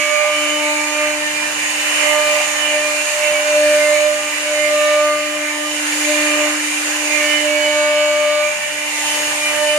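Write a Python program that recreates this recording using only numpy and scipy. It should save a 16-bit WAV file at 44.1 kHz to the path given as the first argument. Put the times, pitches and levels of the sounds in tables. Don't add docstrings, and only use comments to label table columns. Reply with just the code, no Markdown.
import sys
import numpy as np
from scipy import signal
from scipy.fft import rfft, irfft, next_fast_len
from scipy.io import wavfile
from scipy.ndimage import uniform_filter1d, map_coordinates

SR = 44100
rng = np.random.default_rng(int(sys.argv[2]) if len(sys.argv) > 2 else 0)


def materialize(psi):
    bounded = np.clip(np.atleast_2d(psi).T, -1, 1)
    quanta = np.round(bounded * 32767).astype(np.int16)
    wavfile.write(sys.argv[1], SR, quanta)


N = 431298


def amp(db):
    return 10 ** (np.asarray(db) / 20)


def unit(x):
    return x / np.sqrt(np.mean(np.abs(x) ** 2) + 1e-20)


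def along(points, hz):
    f_hz, values = np.transpose(points)
    return np.interp(np.log(hz + 1), np.log(f_hz + 1), values)


def curves(rows):
    t_s, *columns = np.transpose(rows)
    return [np.interp(np.arange(N) / SR, t_s, column) for column in columns]


def wobble(knots_per_s):
    step = 64
    knots = rng.standard_normal(600)
    positions = np.arange(N // step + 2) * step * knots_per_s / SR
    coarse = map_coordinates(knots, [positions], mode="wrap")
    return np.interp(np.arange(N) / step, np.arange(len(coarse)), coarse)


def complex_wobble(knots_per_s):
    return wobble(knots_per_s) + 1j * wobble(knots_per_s)


def filtered(x, response):
    size = next_fast_len(N + SR // 2)
    f_hz = np.fft.rfftfreq(size, 1 / SR)
    return irfft(rfft(x, size) * response(f_hz), size)[..., :N]


def panned(pair, db):
    return pair * amp(np.array([db, -db]) / 2)


def tone(turns, db, fade, wide_db, rate):
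    tremble = 0.1 * complex_wobble(30.)
    carrier = np.sqrt(2) * amp(db) * np.exp(2j * np.pi * (turns + rng.random()))
    mid = (1 + tremble + fade * complex_wobble(rate)) / np.sqrt(1 + 2 * fade ** 2)
    side = amp(wide_db) * unit(complex_wobble(rate))
    return np.real(carrier * [mid + side, mid - side])


# f/Hz, width/Hz, lift/dB
CASING_MODES = [(816, 23, 8), (1027, 44, 6), (2005, 57, 1.5), (2214, 65, -10), (2428, 103, 9.5),
                (2484, 88, -21.5), (3114, 56, 7.5), (7150, 105, 6)]
# f/Hz, coherence/1
PORT_COHERENCE = [(30, 0.52), (100, 1), (250, 0.6), (550, 0.19), (1200, 0.086), (2500, 0.033), (8000, .01)]


def rush(spectrum, patchy_db):
    z = signal.stft(rng.standard_normal((2, N)), nperseg=512)[2]
    across_bins = uniform_filter1d(rng.standard_normal(z.shape[1:]), 6, axis=0)
    field = uniform_filter1d(across_bins, 20, axis=1)
    pair = signal.istft(z * amp(patchy_db * unit(field)), nperseg=512)[1][:, :N]

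    def mid_side_response(hz):
        lift_db = sum(db / (1 + (2 * (hz - f) / width) ** 2) for f, width, db in CASING_MODES)
        angle = np.arccos(np.clip(along(PORT_COHERENCE, hz), -1, 1)) / 2
        return amp(along(spectrum, hz) + lift_db) * [np.ones_like(hz), np.tan(angle)]

    mid, side = filtered(pair, mid_side_response)
    return np.array([mid + side, mid - side]) / np.std(mid)


# t/s, level/dB
RUMBLE_LEVEL = [(0.06, -59), (1.08, -57), (2.15, -51), (3.04, -55), (3.71, -54.5), (4.36, -56), (4.76, -54),
                (5.43, -58), (6.07, -59), (7.31, -53.5), (8.89, -55.5), (9.7, -53)]
# f/Hz, density/dB per Hz
RUMBLE_SPECTRUM = [(20, -16), (60, -3.5), (110, 1), (200, 2), (420, -7), (900, -48)]


def rumble():
    level_db = curves(RUMBLE_LEVEL)[0] + 2.5 * wobble(4.5)
    return amp(level_db) * rush(RUMBLE_SPECTRUM, patchy_db=-0.8)


# t/s, roar level/dB, hiss level/dB, hiss left-right/dB (mean removed in use)
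AIR_LEVELS = [(0.0, -27, -29.5, -3.5), (0.65, -26, -30, -2.0), (1.47, -26, -30, -1.5), (1.74, -24, -27, -1),
              (2.04, -21.5, -26, -1.5), (2.94, -25, -28, -1.0), (3.49, -23.5, -27.5, 0),
              (3.87, -25, -28, 0.5), (4.22, -26, -30, -1.0), (4.79, -26, -29.5, -0.5),
              (5.23, -28, -31.5, -1.0), (5.64, -28, -31.5, -1.5), (5.99, -24, -26, -0.5),
              (6.18, -22, -25.5, -1.5), (6.45, -22.5, -27, -2.5), (6.62, -25, -28, 0), (7.0, -24, -27, -1),
              (7.33, -23.5, -27, -2.0), (7.68, -27.5, -30, -2.5), (8.33, -29, -32, -3.5),
              (8.5, -27.5, -31, -2), (8.83, -28.5, -31, 0.5), (9.15, -24, -25.5, 1.0),
              (9.78, -25.5, -29, 4.5)]
# f/Hz, density/dB per Hz
ROAR_SPECTRUM = [(100, -75), (240, -20), (390, -20), (540, -6), (720, -8.5), (900, -6.5), (1290, -8.5),
                 (1740, -2), (2350, 2.5), (2960, 0), (3080, -23), (3600, -15), (7900, -75)]
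HISS_SPECTRUM = [(1760, -62), (3000, -9), (5380, -8.5), (6800, -4.5), (7860, -9), (9390, -7.5),
                 (10600, -21.5), (11600, -15.5), (12200, -29), (13300, -15), (14100, -26), (14600, -35),
                 (15100, -49), (15500, -21)]


def air():
    roar_db, hiss_db, pan_db = curves(AIR_LEVELS)
    roar = amp(roar_db + 0.11 * wobble(1.9)) * rush(ROAR_SPECTRUM, patchy_db=1.78)
    hiss = amp(hiss_db + 0.56 * wobble(5.)) * rush(HISS_SPECTRUM, patchy_db=1.1)
    return roar + panned(hiss, pan_db - pan_db.mean())


def fan_blades():
    blades, idle_rev_per_s, blade_re_hiss_db = 22, 299.7, -10
    turns = blades * idle_rev_per_s * np.arange(N) / SR
    level_db = curves(AIR_LEVELS)[1] + blade_re_hiss_db
    return tone(turns, level_db, fade=0.7, wide_db=-1.5, rate=7.7)


# f/Hz, level/dB
WHISTLES = [(5302, -53), (10692, -63), (12495, -65)]


def whistles():
    t_s = np.arange(N) / SR
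    return sum(tone(hz * t_s, db, fade=.5, wide_db=-1.5, rate=5.) for hz, db in WHISTLES)


# t/s, level/dB, f/Hz, t60/s
BUMPS = [(3.312, -39, 168, 0.092), (9.274, -36, 110, 0.022)]


def knocks():
    out, t_s = np.zeros(N + SR), np.arange(SR // 5) / SR
    for start_s, db, hz, t60_s in BUMPS:
        puff = 1.9 * uniform_filter1d(rng.standard_normal(len(t_s)), size=30)
        push = np.sin(2 * np.pi * hz * t_s) + puff
        envelope = amp(db - 60 * t_s / t60_s) * (1 - np.exp(-t_s / .001))
        out[round(start_s * SR):][:len(t_s)] += envelope * push
    return out[:N]


# t/s, f/Hz (rev/s)
SHAFT_SPEED = [(0, 299.1), (.5, 299.2), (1.1, 299.95), (2, 299.8), (2.6, 299.5), (3, 299.7), (3.3, 299.1),
               (3.9, 299.1), (4.2, 299.5), (5, 299.1), (5.4, 299.7), (6.2, 299.45), (6.8, 299.6),
               (7.4, 298.95), (8.6, 299.05), (9.78, 299.1)]


def shaft_turns():
    return np.cumsum(curves(SHAFT_SPEED)[0]) / SR


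# t/s, length/s, bit bending f/Hz, final shift/Hz, start level/dB, level drift/dB
CHATTER_SPELLS = [(-.04, 0.79, 2272, -6.5, -21.5, -16), (0.601, 0.096, 2257, 5, -27, 1),
                  (0.744, 0.15, 2280, 61, -25, -8), (3.191, 0.1, 2262, -0.5, -27, 4),
                  (3.315, .13, 2260, 57, -17, -11), (3.678, 0.15, 2262, -9.5, -21, -17),
                  (3.935, .12, 2275, 67, -18.5, -10), (4.438, .1, 2258, -7, -29, -1),
                  (4.603, .11, 2290, 11.5, -30, -1), (4.764, 0.29, 2266, 79, -34, 4),
                  (5.44, 0.12, 2280, 54, -35, 10), (5.97, .15, 2335, 41, -33, 4),
                  (7.156, .275, 2268, 52, -20, -13), (7.449, 1.1, 2270, 80, -24.5, -1),
                  (8.6, 0.081, 2316, -9, -22, -3)]
SIDEBAND_ORDERS = [-4, -2, -1, 0, 1, 2, 3, 4]
# level re spell/dB (before the loss while leaving), left-right/dB
SIDEBAND_LEVELS = [(-18, 2), (-13, 8), (-22, 0), (0, -4), (-13, -3), (-10, -1), (-20, -3), (-22, 0)]


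def chatter():
    attack_s, release_s, shift_s, shift_power = 0.051, .05, .19, 1.2
    leaving_loss_db = -12
    turns, t_s = shaft_turns(), np.arange(N) / SR
    hz, level, leaving = np.zeros((3, N))
    for start_s, length_s, pitch_hz, shift_hz, db, drift_db in CHATTER_SPELLS:
        on = (t_s >= start_s) & (t_s < start_s + length_s)
        since_s = t_s[on] - start_s
        left_s = start_s + length_s - t_s[on]
        leaving[on] = np.clip(1 - left_s / min(shift_s, length_s), 0, 1)
        hz[on] = pitch_hz + shift_hz * leaving[on] ** shift_power
        gate = np.clip(np.minimum(since_s / attack_s, left_s / release_s), 0, 1)
        level[on] = amp(db + drift_db * since_s / length_s) * gate
    bending = np.cumsum(hz) / SR
    squeal = np.zeros((2, N))
    for order, (db, pan_db) in zip(SIDEBAND_ORDERS, SIDEBAND_LEVELS):
        sideband_db = db + (order != 0) * leaving_loss_db * leaving
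        line = tone(bending + order * turns, sideband_db, fade=0.087, wide_db=-9, rate=2.5)
        squeal += panned(line, np.array([pan_db]))
    octave = tone(2 * bending, -23, fade=.7, wide_db=-3, rate=4.)
    return level * (squeal + octave)


# t/s, level/dB, left-right/dB
FLUTE_LEVEL = [(0.0, -24, 6), (0.13, -25.5, -17), (0.24, -19.5, -6.0), (0.54, -28.5, 12), (0.71, -22, 4.0),
               (0.79, -31, 25), (0.92, -30.5, -9), (1.01, -19.5, -0.5), (1.42, -38.5, 13), (1.5, -34, 16),
               (1.58, -52, -2.0), (1.69, -35, 4.5), (1.74, -40, -8.5), (1.96, -34, 1), (2.07, -21.5, -8.5),
               (2.37, -18.5, -4.5), (2.45, -28.5, -2.0), (2.53, -34.5, -18), (2.67, -28, 0), (2.75, -20, 1),
               (3.05, -28, 1), (3.27, -17.5, -3.0), (3.43, -20.5, -2), (3.57, -13.5, 1.5),
               (4.08, -16, -5.5), (4.36, -35.5, 2), (4.49, -21, -3), (4.87, -15, -0.5), (5.07, -15.5, 0.5),
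               (5.31, -29, 6), (5.42, -26, 3), (5.53, -35, 4), (5.61, -35.5, 24), (5.75, -30, -3.5),
               (5.88, -46, -12), (6.02, -38, 8), (6.1, -19, 0), (6.18, -24.5, 1), (6.29, -26.5, -8),
               (6.45, -20.5, 2), (6.59, -43, -11.0), (6.67, -49, -1), (7.25, -22, 2), (7.35, -27.5, 8),
               (7.41, -29, -8.0), (7.46, -19.5, -3.5), (8.04, -16.5, 2), (8.44, -17.5, 3),
               (8.61, -32.5, 11), (8.69, -34, 16), (8.85, -35.5, -16), (8.91, -42, 1), (9.2, -30, 3.0),
               (9.48, -31.5, -12.5), (9.64, -19, -7.5), (9.78, -17, -1)]


def cutting_effort_db():
    flute_db = curves(FLUTE_LEVEL)[0]
    return uniform_filter1d(flute_db - flute_db.mean(), size=6000)


FAINT_ORDERS = [5, 11, 12, 13, 14, 15, 16]
FAINT_LEVELS = [-41.5, -51, -50, -49, -49.5, -51, -52]


def faint_orders():
    turns = shaft_turns()
    follow_db = 0.27 * cutting_effort_db()
    return sum(tone(order * turns, db + follow_db, fade=1.0, wide_db=4.0, rate=5.5)
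               for order, db in zip(FAINT_ORDERS, FAINT_LEVELS))


WHINE_ORDERS = [6, 7, 8, 9, 10]
WHINE_LEVELS = [-39.5, -42, -37.5, -42, -37.5]
# t/s, added peak level/dB, Gaussian sigma/s
WHINE_SWELLS = [
    [(1.25, -32, .04), (1.47, -35, 0.032), (2.1, -37, .05), (2.59, -32, 0.06), (2.78, -33, 0.027),
     (3.87, -35, 0.16), (4.82, -34, 0.11), (5.5, -35, 0.077), (6.21, -32.5, .05), (7.33, -30, .07),
     (7.9, -37, 0.042), (8.63, -40, 0.051), (9.66, -33, .05)],
    [(.02, -36, 0.063), (.22, -35, .08), (.52, -34, .05), (.74, -37, .06), (1.03, -36, .04),
     (2.1, -30, 0.054), (3.27, -29, 0.031), (3.88, -24, 0.066), (4.63, -28, 0.054), (5.15, -31, 0.066),
     (5.47, -33, 0.043), (6.07, -29, .04), (6.21, -34, .04), (7.17, -29, .06), (7.36, -26, .05)],
    [(0.01, -37, .05), (.3, -29, 0.12), (.72, -31.5, 0.053), (1.03, -31, 0.1), (1.39, -30, 0.038),
     (2.28, -25, 0.066), (2.7, -26.5, 0.055), (2.86, -25, 0.025), (3.0, -32, 0.034), (3.6, -33, 0.15),
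     (4.03, -33, 0.036), (6.3, -31, .1), (7.16, -24, .04), (7.33, -27, .03), (8.47, -35, 0.039),
     (9.48, -23.5, 0.038), (9.7, -32, 0.033)],
    [(.42, -40, .1), (1.09, -37, 0.053), (3.0, -29, .04), (3.27, -29, .04), (3.54, -32, 0.078),
     (7.33, -41, .05), (7.9, -35, .15), (9.12, -33, .06)],
    [(.39, -28, 0.037), (.54, -27, .045), (1.97, -32.5, 0.22), (2.65, -31, .07), (4.6, -36, .07),
     (5.69, -38.5, 0.062), (7.35, -26.5, .08), (7.65, -28, .04), (8.01, -40, .05), (9.12, -34, 0.044),
     (9.45, -31, 0.032), (9.67, -28, 0.057)],
]


def whine():
    turns, t_s = shaft_turns(), np.arange(N) / SR
    coarse_s = t_s[::64]
    follow_db = 0.15 * cutting_effort_db()
    sound = np.zeros((2, N))
    for order, db, swells in zip(WHINE_ORDERS, WHINE_LEVELS, WHINE_SWELLS):
        steady = amp(db + follow_db)
        swell = sum(amp(top_db) * np.exp(-((coarse_s - s) / sigma_s) ** 2 / 2)
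                    for s, top_db, sigma_s in swells)
        both = steady + np.interp(t_s, coarse_s, swell)
        fade = 0.58 * steady / both
        sound += both * tone(order * turns, 0, fade=fade, wide_db=-1.5, rate=11.)
    return sound


# t/s, level/dB
HUM_LEVEL = [(0.0, -34.5), (0.22, -52), (0.38, -31), (0.63, -28.5), (1.66, -38), (2.07, -32), (2.45, -40),
             (2.7, -36), (3.02, -39), (3.1, -50.5), (3.65, -31), (4.08, -37), (4.71, -33.5), (4.79, -36),
             (6.18, -25.5), (6.86, -32), (7.41, -27.5), (8.44, -43.5), (8.66, -56), (8.74, -40), (9.2, -36),
             (9.78, -38.5)]
THIRD_LEVEL = [(0.0, -47), (0.49, -41), (0.6, -28), (2.01, -49.5), (2.12, -26), (2.56, -47), (2.75, -37),
               (4.68, -46.5), (4.74, -53), (5.07, -36), (5.31, -56), (5.56, -37), (5.64, -50), (6.45, -37),
               (6.51, -48), (7.38, -46), (7.73, -31.5), (8.8, -43), (9.12, -30.5), (9.48, -37.5),
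               (9.64, -29), (9.78, -40)]
FOURTH_LEVEL = [(0.0, -30), (0.24, -24.5), (0.95, -34.5), (1.03, -28), (1.17, -44), (1.88, -45),
                (2.15, -26.5), (2.72, -39), (2.89, -32), (2.97, -41), (4.25, -33.5), (4.57, -42),
                (4.79, -27.5), (5.12, -22), (5.28, -35), (5.61, -38), (5.66, -29), (5.77, -54), (6.29, -31),
                (6.51, -31), (6.59, -52), (7.08, -46), (7.19, -32), (7.6, -46), (7.79, -30.5),
                (8.47, -31.5), (8.55, -49), (9.62, -34), (9.67, -47), (9.78, -29)]


def spindles():
    turns = shaft_turns()
    flute_db, flute_pan_db = curves(FLUTE_LEVEL)
    hum = tone(turns, curves(HUM_LEVEL)[0], fade=0.11, wide_db=-13.5, rate=1.426)
    flutes = panned(tone(2 * turns, flute_db, fade=.07, wide_db=-18, rate=5.), flute_pan_db)
    third = tone(3 * turns, curves(THIRD_LEVEL)[0], fade=.25, wide_db=-12, rate=4.2)
    fourth = tone(4 * turns, curves(FOURTH_LEVEL)[0], fade=0.16, wide_db=-31, rate=3.0)
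    return hum + flutes + third + fourth


def scene():
    background = rumble() + air() + fan_blades() + whistles() + knocks()
    return background + chatter() + faint_orders() + whine() + spindles()


# f/Hz, left-right/dB
PORT_COLOUR = [(60, 0), (250, 0), (600, 0), (1000, -2.5), (1800, -5.5), (2740, -4), (4000, 2), (6100, -3),
               (7250, -9.5), (8200, 5.5), (9400, 9.5), (10800, 16.5), (12000, -0.5), (15000, 7)]


def record(dry):
    ceiling, top_hz = .9, 15560

    def port_response(hz):
        left = amp(along(PORT_COLOUR, hz) / 2)
        return np.array([left, 1 / left])

    x = filtered(dry, port_response)
    x = x / (1 + np.abs(x / ceiling) ** 6) ** (1 / 6)
    return filtered(x, lambda hz: hz < top_hz)


dry = scene()
out = record(dry)
materialize(out)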